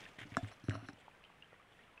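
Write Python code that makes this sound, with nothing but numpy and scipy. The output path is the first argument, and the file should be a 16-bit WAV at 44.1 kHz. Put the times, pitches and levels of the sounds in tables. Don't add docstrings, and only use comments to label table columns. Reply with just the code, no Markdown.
import sys
import numpy as np
from scipy import signal
from scipy.fft import rfft, irfft
from scipy.io import wavfile

SR = 44100
rng = np.random.default_rng(int(sys.argv[2]) if len(sys.argv) > 2 else 0)


def put_to_file(sound):
    columns = np.atleast_2d(sound).T
    safe = np.clip(columns, -1, 1)
    whole_steps = np.round(safe * 32767)
    wavfile.write(sys.argv[1], SR, whole_steps.astype(np.int16))


N = 88200
TIME = np.arange(N) / SR


# start_s, level_db, clack_hz, band_edge_ratio, tick_db, tick_top_hz, wall_db, wall_hz
HARD_KNOCKS = [(.3690, -20.5, 1265, 1.25, -6.5, 11700, -17, 672),
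               (.3835, -49, 840, 1.25, -8, 4000, -13, 679), (.446, -41, 1550, 1.3, -15, 8000, -23, 709),
               (.485, -46.5, 2040, 1.15, -9, 8000, -25, 715), (0.6842, -39, 1330, 1.23, -4, 3020, -17, 643),
               (0.6959, -33.5, 1990, 1.63, -3, 8700, -22, 640),
               (0.7085, -34, 1620, 1.22, -13, 5000, -24, 616), (.7160, -41, 1480, 1.2, -15, 6500, -32, 610),
               (0.7252, -51, 1450, 1.4, -15, 5000, -23, 630), (.7400, -58, 1710, 0.92, -5, 6000, -10, 630),
               (0.7524, -36.5, 1190, 1.17, -6, 5200, -12.5, 626),
               (.8870, -36.5, 1475, 1.21, -2.5, 5700, -21, 766),
               (.9595, -53.5, 1370, 1.46, -24, 3600, -16, 640)]
# pitch_ratio, level_db, t60_s
WALL_CLUSTER = [(0.939, -4.5, 0.088), (1.009, 1.5, 0.12), (1.077, -5.5, 0.18)]
# pitch_hz, level_db, t60_s
WALL_OVERTONES = [(1160, -15, 0.04), (1362, -6, 0.056), (1692, -7.5, 0.067), (2120, -17, 0.08),
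                  (2832, -16.5, 0.11), (3510, -25, 0.33), (3810, -41, 0.11)]
# pitch_hz, level_db, t60_s
TICK_MODES = [(2780, 8, 0.0028), (3936, -0.5, 0.013), (5380, -0.5, 0.013), (5740, 0.5, 0.0073),
              (6870, -2.5, .005), (7460, 8.5, 0.0034), (13400, 6, 0.0017)]
GRIT_DB, GRIT_T60_S = -31, 0.095

def pan_knocks():
    out, t = np.zeros(N), TIME[:N // 5]
    click = (t == 0) + 1e-18
    for start, db, clack_hz, edge_ratio, tick_db, tick_top_hz, wall_db, wall_hz in HARD_KNOCKS:
        edge_ratio = np.clip(edge_ratio, 1.1, 2)
        clack = filtered(click, 3, [clack_hz / edge_ratio, clack_hz * edge_ratio], "band")
        grit = click + rng.standard_normal(len(t)) * from_db(GRIT_DB - 60 * t / GRIT_T60_S)
        tick = signal.fftconvolve(grit, ring(TICK_MODES, t))[:len(t)]
        tick = filtered(tick, 4, tick_top_hz, "low")
        cluster = [(wall_hz * ratio, level, t60) for ratio, level, t60 in WALL_CLUSTER]
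        overtones = [(hz, level + rng.normal(0, 2.6), t60) for hz, level, t60 in WALL_OVERTONES]
        wall = ring(cluster + overtones, t)
        knock = unit_peak(clack) + from_db(tick_db) * unit_peak(tick) + from_db(wall_db) * wall
        add(out, start, from_db(db) * knock)
    return out


# start_s, level_db, contact_ms, pitch_hz, decay_ratio, overtone_boost_db
SOFT_BUMPS = [(0.185, -52.5, 1.9, 123, 0.14, 3), (0.212, -53.5, 1.8, 113.4, 0.94, -3),
              (.228, -47.5, 6.4, 102, 0.3, -1.5), (0.253, -59.5, 3.3, 113, 1.56, 8),
              (.319, -44, 4.5, 111, 0.56, 1.5), (0.3714, -50.5, 3.6, 102.4, 0.7, 18),
              (0.4287, -33, 4.6, 104.8, 0.87, -4), (0.638, -47.5, 3.97, 114, 0.46, 2),
              (0.6858, -25, 2.2, 106, 0.45, -8.5), (0.705, -41, 2.9, 103.4, 1.8, -4),
              (0.74, -54, 3.1, 115, 0.43, 12), (0.753, -46, 5.1, 110.4, 2.33, 4),
              (0.826, -54.5, 2.7, 101.8, 1.3, 3), (0.889, -61, 2.2, 110.1, 0.84, 13.5),
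              (.932, -55.5, 4.2, 114, 0.42, 5.5)]
# pitch_ratio, base_level_db, base_t60_s
BODY_MODES = [(1.0, 7.5, 0.16), (1.5, 0, 0.039), (2.12, -2, 0.059), (2.6, 6.5, 0.1), (3.45, -7, 0.21)]
BASS_CUT_HZ = 123

def pan_bumps():
    out, t = np.zeros(N), TIME[:N // 3]
    for start, db, contact_ms, hz, decay_ratio, boost_db in SOFT_BUMPS:
        contact_progress = np.minimum(t[:SR // 50] * 1000 / contact_ms, 1)
        push = np.sin(np.pi * contact_progress) ** 2
        modes = [(hz * ratio, level + boost_db * (ratio > 1), t60 * decay_ratio)
                 for ratio, level, t60 in BODY_MODES]
        add(out, start, from_db(db) * signal.fftconvolve(ring(modes, t), push / push.sum()))
    return filtered(out, 3, BASS_CUT_HZ, "high")


# start_s, level_db, pitch_hz, t60_s, spray_db
DRIPS = [(0.039, -47.5, 3620, 0.019, -8), (.054, -42.5, 2680, 0.011, -11), (.063, -44.5, 1786, 0.029, -11),
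         (.088, -48, 2550, 0.011, -13), (.3412, -40, 2480, 0.0057, -9), (0.348, -40, 1930, 0.0069, -2),
         (.982, -52.5, 520, 0.024, -18), (1.081, -40, 884, 0.014, -18), (1.2391, -46, 2840, 0.0089, -3),
         (1.249, -52.5, 3050, 0.034, -10), (1.301, -49, 790, 0.012, -7), (1.4237, -44.5, 2820, 0.03, -18),
         (1.434, -54, 1630, 0.028, -8), (1.444, -56, 3100, 0.029, -7), (1.5295, -42, 545, 0.0092, -23),
         (1.541, -52, 1920, 0.023, -13), (1.791, -54.5, 1870, 0.048, -20), (1.977, -48, 2596, 0.041, -20)]
DROP_RISE_PER_S, DROP_ATTACK_CYCLES, SPRAY_T60_S = 0.82, 0.22, 0.015
DROP_TOP_HZ = 3670

def water_drops():
    out, t = np.zeros(N), TIME[:N // 16]
    for start, db, hz, t60, spray_db in DRIPS:
        phase = 2 * np.pi * hz * t * (1 + DROP_RISE_PER_S * t / 2)
        bubble = np.sin(phase) * from_db(-60 * t / t60)
        hiss = filtered(rng.standard_normal(len(t)), 2, [hz * 0.6, hz * 1.4], "band")
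        spray = unit_rms(hiss) * from_db(spray_db - 60 * t / SPRAY_T60_S)
        attack = 1 - np.exp(-t * hz / DROP_ATTACK_CYCLES)
        add(out, start, from_db(db) * attack * (bubble + spray))
    return filtered(out, 4, DROP_TOP_HZ, "low")


# start_s, length_s, level_db
SLEEVE_RUBS = [(.002, 0.037, -59.5), (.184, 0.032, -54.5), (.212, .03, -52.5), (.315, 0.019, -59.5),
               (.428, 0.063, -65.5), (1.0, 0.031, -69.5)]
# frequency_hz, gain_db
RUB_EQ = [(200, -24), (700, 1), (1200, -3), (1900, 8.5), (2700, 2), (3300, 3.5), (4400, -21.5),
          (6000, -17.5), (8000, -23), (11000, -25), (16000, -53)]
# start_s, length_s, level_db
SHIRT_SWISHES = [(.075, 0.016, -64.5), (.188, 0.016, -60), (.43, 0.0078, -60.5), (.472, 0.026, -63.5),
                 (.985, 0.029, -73)]
# frequency_hz, gain_db
SWISH_EQ = [(1500, -5), (3400, 16.5), (4700, -0.5), (5600, -5), (8000, 4.5), (10500, -10), (12500, -22),
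            (15500, -27)]

def cloth_rustle():
    rubs = friction(SLEEVE_RUBS, RUB_EQ, spread_db=3.5)
    swishes = friction(SHIRT_SWISHES, SWISH_EQ, spread_db=2.0)
    return rubs + swishes


# start_s, length_s, level_db
FINGER_SLIDES = [(.485, 0.0059, -61.5), (.515, 0.011, -59), (.709, 0.055, -53.5), (.775, 0.0814, -60),
                 (.888, 0.014, -54.5)]
# start_s, length_s, level_db
FINGER_BRUSHES = [(.515, 0.023, -68.5), (.638, 0.07, -70), (.71, 0.013, -67), (.738, 0.034, -64.5),
                  (.86, 0.04, -70), (.931, 0.0037, -69.5)]
# frequency_hz, gain_db
BUZZ_EQ = [(280, -4), (450, -14), (640, 12.5), (900, 0), (1400, 8.5), (2200, -5), (2900, 1), (3500, -33),
           (3950, -6), (4450, -9.5), (4900, -48), (5350, -9), (6100, -13), (6600, -40), (7800, -23),
           (8900, -40), (9700, -16.5), (10600, -22), (11400, -75), (16000, -53)]
BRUSH_LOW_HZ, BRUSH_CUT_DB = 3900, 40

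def finger_buzz():
    treble_eq = [(hz, db - BRUSH_CUT_DB * (hz < BRUSH_LOW_HZ)) for hz, db in BUZZ_EQ]
    slides = friction(FINGER_SLIDES, BUZZ_EQ, spread_db=1.0)
    brushes = friction(FINGER_BRUSHES, treble_eq, spread_db=1.0)
    return slides + brushes


STROKE_ATTACK_S, STROKE_RELEASE_S, SLIPS_PER_S = 0.00084, 0.0028, 1900
SPURTS_PER_S, SPURT_DB = 140, 2.5

def friction(strokes, eq, spread_db):
    envelope = np.zeros(N)
    for start, length, db in strokes:
        attack = np.clip((TIME - start) / STROKE_ATTACK_S, 0, 1)
        release = np.exp(-np.maximum(TIME - start - length, 0) / STROKE_RELEASE_S)
        envelope += from_db(db) * attack * release
    spurts = np.interp(TIME * SPURTS_PER_S, np.arange(N), rng.uniform(-1, 1, N))
    slips = equalised(grains(SLIPS_PER_S, spread_db), eq)
    return envelope * from_db(SPURT_DB * spurts) * slips


# time_s, level_db
CRACKLE_FADER = [(0, -66), (.07, -75.5), (.13, -75), (.21, -71.5), (.3, -73), (.4, -75), (.49, -71.5),
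                 (.57, -80), (.72, -84), (1.1, -89)]
CRACKLES_PER_S, CRACKLE_T60_S, CRACKLE_LOW_HZ, CRACKLE_TOP_HZ = 370, 0.026, 1950, 6500

def dry_crackle():
    decay = from_db(-60 * TIME[:N // 100] / CRACKLE_T60_S)
    triggers = np.abs(grains(CRACKLES_PER_S, spread_db=3.5))
    bursts = signal.fftconvolve(triggers, decay)[:N] * rng.standard_normal(N)
    snaps = filtered(bursts, 3, [CRACKLE_LOW_HZ, CRACKLE_TOP_HZ], "band")
    return fader(CRACKLE_FADER) * unit_rms(snaps)


# frequency_hz, gain_db
WASH_EQ = [(20, 2), (60, 2.5), (160, 4), (300, 0), (650, 1), (1200, -3.5), (1900, -2.5), (2500, -4.5),
           (3200, -7), (4300, -19), (6500, -23.5), (9500, -23), (12000, -30), (15500, -34)]
# time_s, level_db
WASH_FADER = [(0, -56), (.15, -63), (.45, -58.5), (.6, -64.5), (1.02, -65), (1.35, -65.5), (1.65, -66.5),
              (1.78, -64), (2, -67)]
RIPPLES_PER_S, RIPPLE_DB, RIPPLE_T60_CYCLES = 170, -71, 65

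def creek():
    wash = fader(WASH_FADER) * equalised(rng.standard_normal(N), WASH_EQ)
    pitches_hz = np.geomspace(1000, 3400, num=20)
    ripples = np.zeros(N)
    for hz in pitches_hz:
        triggers = grains(RIPPLES_PER_S / len(pitches_hz), spread_db=2.5)
        bubble = ring([(hz, 0, RIPPLE_T60_CYCLES / hz)], TIME[:N // 20])
        ripples += signal.fftconvolve(triggers, bubble)[:N]
    return wash + from_db(RIPPLE_DB) * unit_rms(ripples)


def ring(modes, t):
    return sum(from_db(db - 60 * t / t60) * np.sin(2 * np.pi * hz * t) for hz, db, t60 in modes)


def grains(per_s, spread_db):
    sizes = from_db(spread_db * np.minimum(rng.exponential(1, N), 4)) * rng.choice([-1, 1], N)
    return sizes * (rng.random(N) < per_s / SR)


def equalised(x, eq):
    hz, db = np.transpose(eq)
    bins_hz = np.maximum(np.fft.rfftfreq(N, 1 / SR), 1)
    gain = from_db(np.interp(np.log(bins_hz), np.log(hz), db))
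    return unit_rms(irfft(rfft(x) * gain, N))


def filtered(x, order, cutoff_hz, kind):
    return signal.sosfilt(signal.butter(order, cutoff_hz, kind, fs=SR, output="sos"), x)


def fader(points):
    return from_db(np.interp(TIME, *np.transpose(points)))


def from_db(db):
    return 10 ** (np.asarray(db) / 20)


def unit_rms(x):
    return x / np.sqrt(np.mean(x ** 2) + 1e-20)


def unit_peak(x):
    return x / np.abs(x).max()


def add(out, start_s, x):
    i = max(int(start_s * SR), 0)
    out[i:i + len(x)] += x[:max(N - i, 0)]


def scene():
    handling = cloth_rustle() + finger_buzz() + pan_bumps() + pan_knocks() + dry_crackle()
    return (handling + water_drops() + creek())[None]


HIGH_CUT_HZ = 15700

def record(dry):
    return signal.sosfilt(signal.ellip(10, 0.2, 70, HIGH_CUT_HZ, fs=SR, output="sos"), dry)


dry = scene()
out = record(dry)
put_to_file(out)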